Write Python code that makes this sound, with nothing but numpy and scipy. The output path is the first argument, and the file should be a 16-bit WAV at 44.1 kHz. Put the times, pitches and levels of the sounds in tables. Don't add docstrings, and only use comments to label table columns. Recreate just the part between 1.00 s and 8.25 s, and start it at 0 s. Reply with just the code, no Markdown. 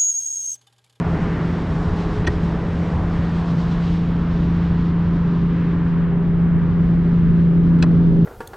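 import sys
import numpy as np
from scipy import signal
from scipy.fft import rfft, irfft, next_fast_len
from scipy.io import wavfile
from scipy.ndimage import uniform_filter1d, map_coordinates

SR = 44100
rng = np.random.default_rng(int(sys.argv[2]) if len(sys.argv) > 2 else 0)


def store_pcm(level_fs):
    pcm = np.round(np.clip(level_fs, -1, 1) * 32767).astype(np.int16)
    wavfile.write(sys.argv[1], SR, np.atleast_2d(pcm).T)


N = 319725

# t/s, drone level/dB
TRUCK_APPROACH = [(0, -25), (.6, -25), (2.1, -23.5), (2.5, -20.5), (3.8, -19), (4.2, -19), (6, -16.5),
                  (6.35, -14), (7.25, -14)]
# multiple of the crank turn, level/dB at the reference drone, share of the drone's swell
EXHAUST_ORDERS = [(3, -36, 0.05), (5, -37.5, .6), (6, -19, 1), (8, -42, 1), (9, -39.5, .7), (10, -49, .9),
                  (12, -48, 1), (13, -51, .6), (16, -56, .9)]
# multiple, loudest t/s, lift/dB, half-lift time/s
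ORDER_LIFTS_OVER_GROUND = [(9, 3.2, 4, .4), (9, 4.5, 4, .3), (9, 6.95, 4.5, .4), (8, 5.3, 1, 0.2),
                           (8, 6.2, 4.5, 0.21), (8, 1.5, 5, 0.38), (12, 6.2, 5, 0.54)]
# f/Hz, level/dB
ROAR_SPECTRUM = [(70, -30), (110, -7), (150, 1), (200, -2.5), (300, -8.5), (400, -12), (470, -15),
                 (700, -27.5), (1000, -35.5)]
# nearest t/s, level/dB, half-power time/s
ROAR_PASSES = [(.4, -25, 1.6), (3.8, -31, 1.), (5.6, -29, 0.53), (7.3, -22, .5)]
# loudest t/s, level/dB, half-amplitude time/s, f/Hz when loudest, glide/(Hz/s)
THIN_TONES = [(0.5, -40.5, 2.9, 307, 0.23), (3.5, -37.5, 0.72, 303.5, .2), (4.65, -35, 0.3, 303.5, 1),
              (7, -31.5, 0.5, 303.3, 0.5), (5.25, -36, .35, 398, 1.5), (4.3, -42.5, 0.39, 397, 0),
              (6.5, -40.5, 0.79, 396, 0), (7.31, -31, .3, 397, 0), (0.21, -36, 0.28, 422, -0.5),
              (1.2, -35, .4, 420.7, -1), (3.5, -43, 0.7, 419.1, 0), (0.57, -33.5, 0.37, 153, -19.5),
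              (1.3, -41.5, 0.7, 324, -1)]
# nearest t/s, tyre level/dB, treble level/dB, time/s to half the tyre power and half the treble amplitude
CAR_PASSES = [(0.201, -34.5, -52.5, .4), (.95, -36.5, -49, 0.77), (1.9, -38.5, -53.5, 0.54),
              (2.5, -40.5, -47.5, 0.3), (2.86, -45, -45, 0.13), (3.4, -41, -53, .4),
              (4, -42.5, -53.5, 0.94), (4.75, -40, -63, 0.47), (6.099, -42.5, -58, 0.7),
              (7, -50.5, -57, .6)]
# f/Hz, level/dB
TYRE_SPECTRUM = [(210, -28.5), (350, -17), (409, -6.5), (452, -9.5), (651, -11), (1100, -13), (1860, -18),
                 (2490, -26), (3100, -29.5), (4030, -41.5), (6820, -120)]
# f/Hz, level/dB
TREBLE_SPECTRUM = [(1500, -20.5), (2300, -9), (3200, -7), (4000, -10), (4600, -13.5), (5500, -18),
                   (6800, -26), (8000, -32), (9000, -35.5), (10500, -37.5), (12000, -69)]
# t/s, tilt/(dB/kHz)
AIR_TILT = [(0, 1.65), (2, 1.8), (2.6, 1), (4, 0), (7.25, 0)]
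# t/s, depth of the dip/dB, upper hump/dB
GROUND_ECHO = [(0, 2, 1.5), (.8, 4, 0.5), (1.6, -3.5, 0), (2.2, -1, 1), (3.2, 2.5, 0), (4.6, 5.5, 0),
               (5.5, 1, 1), (6.3, 6, 2), (7.25, -0.5, -0.5)]
# t/s, drive level/dB, rattle length/ms, lowest f/Hz, highest f/Hz reached
SNAP_BLOWS = [(1.243, -38, 9, 1800, 4600), (1.2645, -24.5, 11, 2300, 3700), (1.2645, -21, 7, 5700, 6500),
              (1.2695, -22, 8, 4050, 11000), (1.270, -19, 9, 1450, 2100), (1.273, -19.5, 9, 250, 1200),
              (1.288, -30, 6, 1600, 2100), (6.785, -40, 8, 2300, 3400), (6.785, -45, 7, 4500, 10000),
              (6.803, -44, 5, 2800, 4200), (6.823, -19.5, 5, 2200, 9500), (6.8225, -20, 4, 1250, 1820),
              (6.825, -23.5, 14, 550, 1450), (6.830, -20, 5, 250, 480), (6.828, -30, 9, 2200, 7000),
              (6.8325, -23, 5, 1600, 1870)]
# f/Hz, level/dB, 60 dB decay time/s
SMALL_PART_MODES = [(360, 0, .02), (610, -6, .025), (750, -11, .02), (870, -10, .02), (1040, -6, .02),
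                    (1340, -8, .015), (1545, -9, .015), (1790, -8, .012), (1880, -1, .016),
                    (2390, -13, .01), (2550, -7, .016), (2980, -13, .01), (3380, -10, .012),
                    (4020, -10, .01), (4170, -11, .012), (4530, -19, .008), (4870, -21, .008),
                    (5350, -22, .008), (5600, -22, .008), (6070, -21, .012), (6800, -33, .008),
                    (7500, -32, .008), (8450, -25, .014), (8750, -29, .01), (10000, -36, .01)]
# f/Hz, level/dB
RUMBLE_SPECTRUM = [(10, -35.5), (18, -8.5), (35, -6.5), (65, -2.5), (100, -4.5), (130, -11), (180, -28)]
# loudest t/s, level/dB, half-amplitude time/s
RUMBLE_SURGES = [(0, -36, .3), (1.1, -23, 0.34), (2, -26, 0.32), (3.5, -28, 0.69), (6.1, -26, .3),
                 (7.25, -26, .2)]
# f/Hz, level/dB
WIND_SPECTRUM = [(10, -19.5), (18, -9.5), (60, 0), (90, -1), (130, -20), (200, -24), (350, -27.5),
                 (550, -40), (800, -52)]
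# loudest t/s, level/dB, half-power time/s
WIND_GUSTS = [(4.2, -34, .15), (4.9, -35, .1), (5.15, -32.5, .1), (5.7, -35, .15), (6.25, -31, .15),
              (6.75, -30.5, .1), (7.2, -29.5, .1)]

T, SIZE = np.arange(N) / SR, next_fast_len(N)
HZ = np.arange(SIZE // 2 + 1) * SR / SIZE + 1


def truck_drone():
    reference_db = -19.5
    turn_hz = 28.28 - .0158 * (T - 4.85) ** 2
    (drone_db,) = curve(TRUCK_APPROACH)
    flutter_db = .25 * np.clip(reference_db - drone_db, 0, 8) * walk(26)
    wobble_hz = 5.5 * np.cos(2 * np.pi * np.cumsum(turn_hz) / SR)
    comb = 0
    for order, db, share in EXHAUST_ORDERS:
        if order == 6:
            voice = tone(order * turn_hz + wobble_hz, .3, .1) * undb(flutter_db)
        else:
            voice = tone(order * turn_hz, 1.3, .2)
        lift_db = sum(lift * swell(s, half_s) for lifted, s, lift, half_s in ORDER_LIFTS_OVER_GROUND
                      if round(lifted) == order)
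        comb = comb + undb(db + lift_db + share * (drone_db - reference_db)) * voice
    return comb


def roar():
    return passing(ROAR_PASSES) * noise(ROAR_SPECTRUM, 0.51, 6.5)


def cars():
    tyre_gain = passing([(s, db, half_s) for s, db, _, half_s in CAR_PASSES])
    hiss_gain = passing([(s, db, half_s) for s, _, db, half_s in CAR_PASSES], power=2)
    hump_hz = np.minimum(850 + 47 * T, 1150)
    (air_db,), (dip_db, upper_db) = curve(AIR_TILT), curve(GROUND_ECHO)
    throb_db = 1.6 * swell(2.6, .35) * np.cos(2 * np.pi * 8.5 * (T - 2.845))

    def bell(hz, centre_hz):
        return np.exp(-(np.log2(hz / centre_hz) / .5) ** 2)

    def ground_db(hz):
        hump = 3.34 * bell(hz, hump_hz)
        dip = dip_db * bell(hz, 0.55 * hump_hz)
        return hump - dip + upper_db * bell(hz, 1950)

    tyres = noise(TYRE_SPECTRUM, 1.0, 5, ground_db)
    treble = noise(TREBLE_SPECTRUM, .7, 7, lambda hz: air_db * (hz - 4000) / 1000)
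    return tyre_gain * tyres + hiss_gain * undb(1.1 * walk(18) + throb_db) * treble


def thin_tones():
    return sum(undb(db) * swell(s, half_s) * tone(hz + glide * (T - s), 1.5, .2)
               for s, db, half_s, hz, glide in THIN_TONES)


def snaps():
    out, t = np.zeros(N), T[:2048]
    for s, db, ms, low_hz, high_hz in SNAP_BLOWS:
        attack = np.minimum(t * 3000 / ms, 1)
        push = np.exp(-(t * 1000 / ms) ** 2) * attack
        reach = signal.butter(3, [low_hz, high_hz], "band", fs=SR, output="sos")
        ring = 0
        for hz, mode_db, t60_s in SMALL_PART_MODES:
            envelope = signal.lfilter([1], [1, -1000 ** (-1 / (t60_s * SR))], push)
            envelope = envelope / envelope.max()
            grit = uniform_filter1d(rng.standard_normal(len(t)), size=25)
            scratch = 1 + undb(-6) * 5 * grit
            mode = np.sin(2 * np.pi * (hz * t + rng.random()))
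            ring = ring + undb(mode_db) * envelope * scratch * mode
        start = int(s * SR)
        out[start:start + len(t)] += undb(db) * signal.sosfilt(reach, ring)
    return out


def rumble():
    steady = undb(-27 + 0.2 * walk(2.8))
    return np.hypot(steady, passing(RUMBLE_SURGES, power=2)) * noise(RUMBLE_SPECTRUM, 0.78, 1.6)


def wind():
    steady = undb(-45.5 + 5 * (T - 4))
    buffeting = undb(2.5 * walk(8))
    return np.hypot(steady, passing(WIND_GUSTS)) * buffeting * noise(WIND_SPECTRUM, 2.2, 7.0)


def undb(db):
    return np.exp(np.asarray(db) * np.log(10) / 20)


def curve(rows):
    s, *columns = np.transpose(rows)
    return [np.interp(T, s, c) for c in columns]


def walk(rate):
    knots = rng.standard_normal(400)
    coarse = T[::64]
    return np.interp(T, coarse, map_coordinates(knots, [coarse * min(rate, 40.)], order=2))


def noise(spectrum, flicker_db, rate, colour_db=lambda hz: 0):
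    hz, db = np.transpose(spectrum)
    shape_db = np.interp(np.log(HZ), np.log(hz), db, left=-200, right=-200)
    full = rfft(rng.standard_normal(SIZE)) * undb(shape_db)
    octave = np.log2(HZ)
    out, norm, last = 0, np.std(irfft(full, SIZE)), walk(rate)
    for step in range(int(2 * np.log2(min(hz))), int(2 * np.log2(max(hz))) + 2):
        window = np.cos(np.clip(2 * octave - step, -1, 1) * np.pi / 2) ** 2
        own = walk(rate)
        band_db = flicker_db * (own + last) / np.sqrt(2) + colour_db(2 ** (step / 2))
        out = out + irfft(full * window, SIZE)[:N] * undb(band_db)
        last = own
    return out / norm


def tone(hz, waver_db, drift_rad):
    phase = 2 * np.pi * (np.cumsum(hz) / SR + rng.random()) + drift_rad * walk(3)
    return np.sqrt(2) * np.sin(phase) * undb(waver_db * walk(6))


def shaped(x, gain):
    return irfft(rfft(x, SIZE) * gain, SIZE)[:N]


def swell(s, half_s):
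    return 1 / (1 + ((T - s) / max(half_s, .05)) ** 2)


def passing(rows, power=1):
    return np.sqrt(sum(undb(db) ** 2 * swell(s, half_s) ** power for s, db, half_s in rows))


def scene():
    road, drone, snap, gusts = cars(), truck_drone(), snaps(), wind()
    front = drone + roar() + thin_tones() + road + rumble() + snap - .3 * gusts
    lift_db = 2 * np.clip(np.log2(HZ / 700) / 2, 0, 1)
    lean = undb(lift_db / 2) * np.exp(-1j * np.pi * HZ * 2.2e-5)
    shuffle = np.exp(1j * np.cumsum(rng.standard_normal(len(HZ))) * .25)
    spread = shaped(road, shuffle * np.clip(HZ / 2500, 0, 1.5))
    drone_side = undb(-28) * swell(6.5, 1.2) * np.roll(drone, shift=50)
    snap_side = undb(-17) * np.roll(snap, shift=9)
    side = undb(-11) * spread + drone_side + gusts + snap_side
    return np.array([shaped(front, lean) + side, shaped(front, 1 / lean) - side])


def record(dry):
    opening = np.clip((T - 3.78) / 1.5, 0, 1) ** 0.67
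    mid, side = (dry[0] + dry[1]) / 2, (dry[0] - dry[1]) / 2 * opening
    microphone = signal.butter(6, 9000, fs=SR, output="sos")
    dull = signal.sosfilt(microphone, np.array([mid + side, mid - side]))
    top_cut = signal.ellip(8, .2, 70, 15700, fs=SR, output="sos")
    return signal.sosfilt(top_cut, dull)


dry = scene()
out = record(dry)
store_pcm(out)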